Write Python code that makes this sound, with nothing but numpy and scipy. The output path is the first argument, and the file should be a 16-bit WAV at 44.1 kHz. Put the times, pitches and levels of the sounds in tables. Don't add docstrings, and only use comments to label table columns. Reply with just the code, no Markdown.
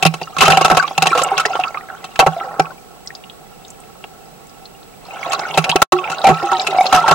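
import sys
import numpy as np
from scipy import signal
from scipy.fft import rfft, irfft, next_fast_len
from scipy.io import wavfile
from scipy.ndimage import uniform_filter1d

SR = 44100
rng = np.random.default_rng(int(sys.argv[2]) if len(sys.argv) > 2 else 0)


def materialize(psi):
    bounded = np.clip(np.atleast_2d(psi).T, -1, 1)
    quanta = np.round(bounded * 32767).astype(np.int16)
    wavfile.write(sys.argv[1], SR, quanta)


N = 314874

# mode_hz, width_hz, left_gain, right_gain [linear]
HOUSING_MODES = [
    [(3070, 73, 0.36, 0.37), (3960, 130, 2, 1.06), (5000, 2000, 0.64, -0.076), (6600, 390, 0.14, 0.79)],
    [(767, 46.3, 1.0, 1.36), (737, 86, 0.38, 0.56), (866, 8.2, 0.086, 0.31), (637, 85, 0.2, 0.065)],
    [(161.7, 12.8, 0.53, 1.83)],
    [(391.5, 37, 0.73, 1.3), (422, 49, 0.55, 1.6)],
    [(1321, 60, 1, 1.17), (1114, 30, 0.024, 1.53), (1530, 26, 0.76, -0.53), (916, 58, 0.12, 0.061)],
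    [(2667, 105, 1.4, 1), (2400, 42, 0.5, -0.91), (2220, 230, 0.082, 0.25), (3008, 51, 0.075, 0.62)],
]


def amp(db):
    return 10 ** (np.asarray(db) / 20)


def evened(x):
    return x / np.sqrt(np.mean(x ** 2) + 1e-20)


def read(points, hz):
    f, value = np.transpose(points)
    return np.interp(np.log(hz + 1), np.log(f + 1), value)


def add(mix, start_s, sound):
    part = mix[:, round(start_s * SR):][:, :sound.shape[1]]
    part += sound[:, :part.shape[1]]


def kicks(rate_hz, spread_db):
    level_db = spread_db * np.minimum(rng.exponential(1, N), 5)
    return amp(level_db) * (rng.random(N) < rate_hz / SR)


def decaying(x, decay_s):
    return signal.lfilter([1], [1, -np.exp(-1 / (decay_s * SR))], x)


def response(modes, size):
    hz = np.fft.rfftfreq(size, 1 / SR)
    ring = 0
    for mode_hz, width_hz, left, right in modes:
        damping = 1j * width_hz * hz
        ring = ring + np.array([[left], [right]]) * damping / (mode_hz ** 2 - hz ** 2 + damping)
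    lowest_hz, highest_hz = np.min(modes, axis=0)[0], np.max(modes)
    rise = 1j * hz / (0.33 * lowest_hz)
    return ring / (1 + 1j * hz / (1.545 * highest_hz)) ** 3 * rise / (1 + rise)


def spray(pushes, size):
    # freq_hz, gain_db
    colour = [(1500, -5.5), (3500, 6), (6000, 2.5), (9000, -5), (16000, -18.5)]
    gain_db = read(colour, np.fft.rfftfreq(size, 1 / SR))
    return irfft(rfft(pushes, size) * amp(gain_db), size)


def whine():
    # freq_hz, left_rms_db, right_over_left_db
    lines = [(7854, -68, 2), (7881, -66, 2), (15735, -57, -5)]
    t, out = np.arange(N) / SR, 0
    for hz, db, right_db in lines:
        tone = np.sqrt(2) * np.sin(2 * np.pi * (hz * t + rng.random()))
        out = out + amp([[db], [db + right_db]]) * tone
    return out


def floor():
    # freq_hz, relative_density_db
    colour = [(12, -67), (25, -0.5), (105, -4.5), (159, 4.5), (287, -4.5), (462, 2), (578, -9.5), (765, 0),
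              (958, -14.5), (1780, -15), (7010, -20.5), (7630, -19.5), (14500, -24.5), (16300, -18.5)]
    level_db, size = -41.5, next_fast_len(N)
    a, b = rng.standard_normal((2, size))
    pair = np.array([a, b - 0.29 * a])
    gain = amp(read(colour, np.fft.rfftfreq(size, 1 / SR)))
    noise = irfft(rfft(pair) * gain, size)[:, :N]
    return amp(level_db) * amp([[-1.5], [1.5]]) * evened(noise)


def churn_levels():
    # time_s, relative_level_db, treble_over_level_db
    pressure = [(0, -37.5, 4.5), (.34, -44.5, 7), (.45, -17, 5.5), (.85, -30, 4.5), (.95, -41, 7.5),
                (1.1, -27.5, 8), (1.35, -22.5, -4), (1.6, -34, 6.5), (1.85, -38, -5.5), (2.15, -42.5, 4),
                (2.35, -31.5, -3), (2.55, -30.5, -11), (2.85, -47, 2.5), (5.0, -48.5, 4.5),
                (5.12, -35.5, 1), (5.3, -25.5, 0), (6.001, -31, -0.5), (6.45, -26, 3), (6.75, -25.5, 4.5),
                (7.14, -21, 1)]
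    side_db, side_share = 1.5, 0.076
    time_s, *columns = np.transpose(pressure)
    level_db, treble_db = (np.interp(np.arange(N) / SR, time_s, c) for c in columns)
    return np.array([level_db, level_db + side_db + side_share * treble_db, level_db + treble_db])


def drops(size):
    band_hz, spectrum = np.fft.rfftfreq(size, 1 / SR), 0
    for hz in (2100, 2660, 3300, 3950, 5000, 6400, 8300, 11000):
        bursts = uniform_filter1d(decaying(kicks(35.0, 3.2), 0.006), 130)
        ticks = 0.2 + evened(bursts)
        band = np.exp(-(np.log((band_hz + 1) / hz) / 0.13) ** 2)
        spectrum = spectrum + rfft(ticks * rng.standard_normal((2, N)), size) * band
    return evened(spray(irfft(spectrum, size), size)[:, :N])


def churn():
    low_db, side_db, high_db = churn_levels()
    part_db = [high_db - 22.5, low_db - 0.5, low_db - 20.5,
               low_db - 16.5, side_db - 7.0, high_db - 18.0]
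    size, out = next_fast_len(N), 0
    stirred = np.clip((low_db + 54.0) / 10, 0, 1)
    shared = kicks(40.0, 3.5)
    for modes, level_db in zip(HOUSING_MODES, part_db):
        own = kicks(60.0, 0.92)
        eddies = evened(decaying(shared + 13.0 * own, 0.0075))
        lumps = 0.5 + (1 - stirred) + stirred * eddies
        push = lumps * rng.standard_normal(N)
        hum = irfft(response(modes, size) * rfft(push, size), size)
        out = out + amp(level_db) * evened(hum[:, :N])
    return out + stirred * amp(high_db - 14.0) * drops(size)


def fizz(count=36):
    # pitch_hz, relative_level_db
    colour = [(450, -7), (800, -6), (1300, 4.5), (1900, -6.5), (2700, -1), (4000, -18), (6500, -16.5)]
    level_db, out = churn_levels(), np.zeros((2, N))
    stirred = np.clip((level_db[0] + 50.5) / 11.0, 0, 1)
    for hz, (glide, side) in zip(np.geomspace(420, 7500, count), rng.random((count, 2))):
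        turns = np.arange(int(90 * SR / hz)) * hz / SR
        ring = np.sin(2 * np.pi * turns * (1 + 0.00093 * (glide - 0.4) * turns))
        blip = ring * np.exp(-turns / (4.6 + hz / 250.0)) * np.minimum(turns / 2.1, 1)
        wander = evened(uniform_filter1d(rng.standard_normal(N // 441 + 1), 8))
        busy = amp(7.0 * wander).repeat(441)[:N]
        births = kicks(16.0 * stirred * busy, 4.56)
        band_db = level_db[np.searchsorted([930, 1700], hz)]
        sound = evened(signal.oaconvolve(births, blip)[:N]) * amp(band_db + read(colour, hz) - 20.5)
        apart = min(hz / 2580.0, 1)
        left = sound * amp(2.0 * apart * (side + 1.5))
        late = np.roll(sound, int(30 * apart * side))
        out += [left, late * amp(7.0 * apart * (1.0 - side))]
    return out


def bubbles():
    # start_s, relative_level_db, pitch_hz
    bursts = [(0.199, -31, 2770), (0.23, -17.5, 4600), (1.809, -22, 1880), (1.9, -15.5, 1460),
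              (1.95, -22, 1400), (2.399, -25, 3180), (2.62, -26, 5500), (0.879, -11, 3200),
              (1.069, 2, 3130), (1.555, -13, 2970), (2.382, -30, 3560), (2.619, -25, 2350),
              (3.802, -30, 8200), (3.836, -32.5, 2620), (4.469, -35, 7600), (4.494, -33, 5020),
              (4.83, -33.5, 4000), (5.393, -14.5, 5130), (5.23, -10, 2204), (5.541, -10.5, 3270),
              (6.041, -13.5, 2640), (6.146, -17, 2730), (6.183, -14, 3920), (6.568, -14, 3820),
              (1.179, -5, 2650), (1.235, -4, 7620), (1.287, -16, 2700), (1.452, 1, 1860),
              (1.461, -8.5, 4970), (1.53, -14, 2680), (1.61, -14, 2720), (1.637, -2.5, 2610),
              (1.371, -10, 3300), (1.68, -22, 4600), (1.746, -14.5, 2070), (1.773, -19, 2500),
              (1.886, -17.5, 1630), (2.3625, -33, 4000), (2.3994, -19.5, 2020), (2.4344, -24, 1880),
              (2.655, -21.5, 2520), (3.0609, -29.5, 7860), (3.0734, -14.5, 5050), (3.1033, -19, 1850),
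              (3.1507, -17.5, 4760), (3.238, -22, 2840), (3.298, -21.5, 3250), (3.6494, -27, 3700),
              (3.681, -29, 6400), (3.703, -22.5, 7280), (4.04, -19.5, 2713), (4.655, -21.5, 4190),
              (5.052, -29, 4130), (5.348, -11, 3900), (5.435, -13, 1835), (5.51, -12.5, 2720),
              (5.715, 0, 3200), (5.987, -9, 2580), (6.0757, -12, 2310), (6.216, -14, 3760),
              (6.372, -19.5, 2720), (6.3981, -19, 2750), (6.5964, -5, 3860), (6.343, -19, 3980),
              (6.532, -13, 3800), (6.548, -18, 3860), (6.615, -13, 5040), (6.672, -3, 2600),
              (6.709, -16, 3700), (6.865, -2.5, 4170)]
    size, rise_s, ring_s, puff_s = 2048, 0.00057, 0.0057, 0.0051
    out, t, band_hz = np.zeros((2, N)), np.arange(size) / SR, np.fft.rfftfreq(size, 1 / SR)
    for (start_s, db, hz), noise in zip(bursts, rng.standard_normal((len(bursts), 2, size))):
        width = 0.26 * (hz / 2500) ** 0.3
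        puff = irfft(rfft(noise) * np.exp(-(np.log((band_hz + 1) / hz) / width) ** 2))
        ring = np.sin(2 * np.pi * hz * t * (1 + 1.0 * t))
        burst = 0.4 * ring * np.exp(-t / ring_s) + 0.35 * evened(puff) * np.exp(-t / puff_s)
        add(out, start_s, amp(db) * np.minimum(t / rise_s, 1) * burst)
    return out


def gulps():
    # start_s, peak_db before panning, pitch_hz, fade_ms (to -9.2 dB)
    events = [(0.797, 4.5, 1517, 7.5), (0.803, -10.5, 1140, 19), (0.842, -6, 1140, 11),
              (1.129, -0.5, 1330, 10), (1.153, -14, 499, 27), (1.193, -4, 1107, 11),
              (1.232, -10, 1340, 9.4), (1.316, -5, 783, 15.5), (1.323, -18, 408, 20),
              (1.504, -12.5, 750, 16), (1.534, -17, 1370, 15), (1.592, -7, 745, 18),
              (1.67, -14.5, 1318, 18), (1.772, -12, 1200, 8.7), (2.228, -24, 784, 9.1),
              (2.409, -15.5, 1317, 14), (2.645, -21, 1113, 21), (2.705, -23.5, 1460, 7.4),
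              (2.365, -14, 686, 17), (1.112, -16, 380, 6.5), (1.215, -9, 530, 8), (1.398, -8, 1330, 14),
              (1.46, -15.5, 420, 13), (2.32, -21, 770, 33), (2.452, -29.5, 510, 33), (2.475, -22, 800, 32),
              (2.564, -29, 1300, 11.3), (6.519, -17.5, 370, 38), (2.411, -16, 783, 10),
              (5.263, -16, 685, 14), (5.338, -14, 1090, 17), (5.5, -21, 820, 9), (5.724, -8.5, 946, 8.5),
              (5.756, 2, 383.5, 6.4), (5.927, -5.5, 363, 47), (5.82, 3, 386, 21), (5.95, -16, 770, 27),
              (6.035, -18.5, 1340, 22), (6.055, -19, 865, 21), (6.129, -13, 1395, 8.6),
              (5.985, -14.5, 1117, 33.2), (6.044, -17, 2480, 12), (6.247, 5.5, 777, 29),
              (6.293, -4.5, 773, 26), (6.325, -17.5, 1329, 84), (6.438, -11.5, 800, 39),
              (6.431, -15.5, 354, 30), (6.488, -14, 1322, 30), (6.522, -11.5, 753, 63),
              (6.525, -13.5, 1312, 37), (6.524, -8, 939, 28), (6.684, -19, 388, 41),
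              (6.727, -12.5, 774, 19), (6.745, -10, 750, 10), (6.763, -9, 730, 8.8),
              (6.774, -10.5, 745, 6.4), (6.785, 3.5, 746, 14), (6.808, 6, 761, 7.3), (6.825, -16, 740, 12),
              (6.842, -8.5, 750, 5.5), (6.928, 2.5, 746.5, 35), (6.973, -4, 1314, 29),
              (7.017, -17, 1363, 76), (7.062, -15, 921, 9.2), (7.124, -4.5, 1340, 15.2),
              (7.041, -3.5, 900, 9.1)]
    # pitch_hz, left_over_right_db
    balance = [(370, -4), (760, -1.5), (950, -4), (1110, -13), (1300, -6), (1540, 19), (2400, -17)]
    swell_ms, glide_share, waver_share = 2.2, 0.041, 0.0075
    out, t = np.zeros((2, N)), np.arange(9000) / SR
    for (start_s, db, pitch_hz, fade_ms), noise in zip(events, rng.standard_normal((len(events), len(t)))):
        past_ms = t * 1000 - swell_ms
        swell, fade = (past_ms / swell_ms) ** 2, np.abs(past_ms / fade_ms) ** 1.34
        level_db = db - 9.2 * np.where(past_ms < 0, swell, fade)
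        glide = glide_share * np.tanh(noise[0]) * np.clip(2 * past_ms / fade_ms - 1, -1, 1)
        waver = waver_share * evened(uniform_filter1d(noise, 250))
        hz = pitch_hz * (1 + glide + waver)
        tone = np.minimum(t / 0.001, 1) * np.sin(2 * np.pi * np.cumsum(hz) / SR)
        pan_db = read(balance, pitch_hz)
        add(out, start_s, amp(level_db) * tone * amp([[min(pan_db, 0)], [min(-pan_db, 0)]]))
    return out


def knocks(size=8192):
    # time_s, strength_db, brightness_db, depth_db, side_over_main_db, push_ms
    events = [(0.026, -6.5, -1.5, -17, -11, 5.5), (0.052, 0.5, -6, -3.5, -7.5, 5.9),
              (0.062, -7, 1, -6.5, -5.5, 7.3), (0.139, -20, -3, -14, -2.5, 8),
              (0.214, -24, -5, -9, -24, 8.3), (0.273, -41.5, -16.5, -12, 9, 5.5),
              (0.367, -24.5, -6, -12, 8.5, 3.6), (0.384, -22.5, 6.5, -2.5, 6, 14),
              (0.407, -9, 5.5, -15, 8, 21), (0.42, 1, -9, -17, 2, 12), (0.454, -14.5, 2.5, -13, 1, 16),
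              (0.48, 7.5, -11.5, -20, -11, 3.1), (0.502, -3.5, -6.5, -9.5, -4, 8),
              (0.521, -14.5, 5, -11, -14, 3.7), (0.531, -5.5, -20, -23, -11.5, 6.7),
              (0.572, 5.5, -10.5, -26, -11, 4.8), (0.612, -4, -12, -23, -8, 5.9),
              (0.647, 6, -11, -34, -6, 8.6), (0.681, -11, -11, -29, -11, 2.4),
              (0.7, -4, -12.5, -26, -3, 8.1), (0.712, 0.5, -16.5, -17, -13, 9.1),
              (0.748, -12, -11, -24, -6, 6.3), (0.77, 2, -8.5, -32, -6.5, 8.6),
              (0.826, -23, -7.5, -13, 9, 6.5), (0.877, -23.5, -8, -21, -4, 5.4),
              (0.908, -23, -27, -28, -21, 10), (0.979, -5.5, -4, -15.5, -10, 3.3),
              (1.022, -4.5, -1.5, -17, -4, 8.5), (1.057, -11, -8, -22, -4.5, 7.1),
              (1.069, -7, -1.5, -22, -5.5, 5.1), (1.115, -24.5, -9, -22, 7, 7.5),
              (1.15, -10.5, -13, -31, -5, 13), (1.175, -8.5, -9.5, -28, -6, 23),
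              (1.218, -12.5, -3, -43, -2, 5.6), (1.378, -12, 1.5, -33, 2, 6.4),
              (1.397, -18, 1, -31, 10.5, 10.4), (1.454, -11, -4.5, -29, -7, 5.6),
              (1.553, -13, -21.5, -27, -12, 8.7), (1.598, -17.5, -9, -35, -7, 5),
              (1.639, -35.5, -21, -31, 9.5, 16), (1.744, -26.5, -24, -29, -4, 14),
              (2.041, -26, -3, -19, -1.5, 11.6), (2.158, -45.5, 17.5, 1, 27, 6.1),
              (2.192, 10.5, -11, -29.5, -13, 9.6), (2.224, -10.5, -26, -19, -17, 11),
              (2.264, -3.5, -16, -12.5, -10.5, 9.3), (2.596, 1, -15, -18, -12.5, 4.8),
              (4.041, -31, -12, -23, -9.5, 5.2), (5.32, -21.5, 3.5, -34, 3, 6.5),
              (5.331, -21.5, 5, -23, 15, 8), (5.392, -18, -10, -33, -8, 5.7),
              (5.544, -24.5, -4, -13, -14, 44), (5.575, -0.5, -8, -12, -7.5, 9.8),
              (5.641, -23, 6, -4, 6, 9.1), (5.694, -22, 9, 2, 7, 6.4), (5.759, -3.5, -6, -23.5, -9, 4.6),
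              (5.819, 8.5, -7.5, -17, 3.5, 15), (5.921, -4, -9, -25.5, -4.5, 7),
              (6.099, -19.5, -5.5, -13, -7, 6.6), (6.116, -23, -2, -25, 2.5, 13),
              (6.241, -4, -13.5, -24, -14, 13), (6.268, 1, -13, -18, -9, 8.8),
              (6.286, 1, -18.5, -13, -17, 18), (6.427, -18.5, -17, -21, -17, 6.4),
              (6.516, -10, -16, -37, -5, 6.9), (6.668, -21, 6.5, -36, 9.5, 8.6),
              (6.856, -15.5, -8, -31, -17, 7.9), (6.926, 3, -13, -38, -3.5, 8.7),
              (6.943, -5.5, -7.5, -21, 0.5, 25), (7.061, -20, -18, -28, 1, 28),
              (7.08, -1, -12, -31, -6.5, 15), (7.111, 3, -13.5, -19, -7, 8)]
    # offset_db, brightness_share, depth_share, side_share [dB per dB]
    answer = np.array([(-1.5, 0.7, 0.074, 0.18), (-1.5, -0.13, 0.13, -0.2), (-0.5, 0.062, 0.94, -0.00023),
                       (-7, -0.14, 0.54, -0.086), (-1.5, -0.48, 0.11, 0.98), (0, 1.28, 0.1, -0.22)])
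    out, t = np.zeros((2, N)), np.arange(size // 2) / SR
    parts = np.array([response(modes, size) for modes in HOUSING_MODES])
    noises = rng.standard_normal((len(events), 10, size // 2))
    for (time_s, strength_db, *colour_db, push_ms), noise in zip(events, noises):
        decay = np.exp(-(t * 1000 / max(push_ms, 0.3)) ** 1.15)
        push = noise * decay * np.minimum(t / 0.0012, 1)
        rings = irfft(parts * rfft(push[:6], size)[:, None], size)
        crackle, patches = (amp(3.5 * evened(uniform_filter1d(row, size=100))) for row in noise[8:])
        froth = push[6:8] * crackle * np.minimum(t / 0.0035, 1)
        froth = irfft(rfft(froth, size) * np.append(patches, 1), size)
        rings[0] += 0.4 * np.roll(spray(froth, size), 20, axis=1)
        power = uniform_filter1d((rings ** 2).mean(1), 220, axis=1)
        peak = np.sqrt(power.max(1))
        part_db = strength_db + answer @ [1, *colour_db]
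        knock = np.tensordot(amp(part_db) / peak, rings, 1)
        add(out, time_s - 0.001, knock[:, :size * 3 // 4])
    return out


def scene():
    return floor() + whine() + churn() + fizz() + bubbles() + gulps() + knocks()


def record(dry):
    # start_s, end_s
    start_s, end_s = (5.829, 5.922)
    knee, edge_hz = 0.59, 16050
    saturated = dry / (1 + np.abs(dry / knee) ** 5.25) ** (1 / 6.18)
    since_s = np.arange(N) / SR - start_s
    gone = (since_s > 0) & (since_s < end_s - start_s)
    trace = amp(-13.5 - 1300.0 * np.maximum(since_s, 0))
    kept = np.where(gone, trace, 1)
    lowpass = signal.firwin(511, edge_hz, window=("kaiser", 9), fs=SR)
    return signal.oaconvolve(saturated * kept, lowpass[None], "same")


dry = scene()
out = record(dry)
materialize(out)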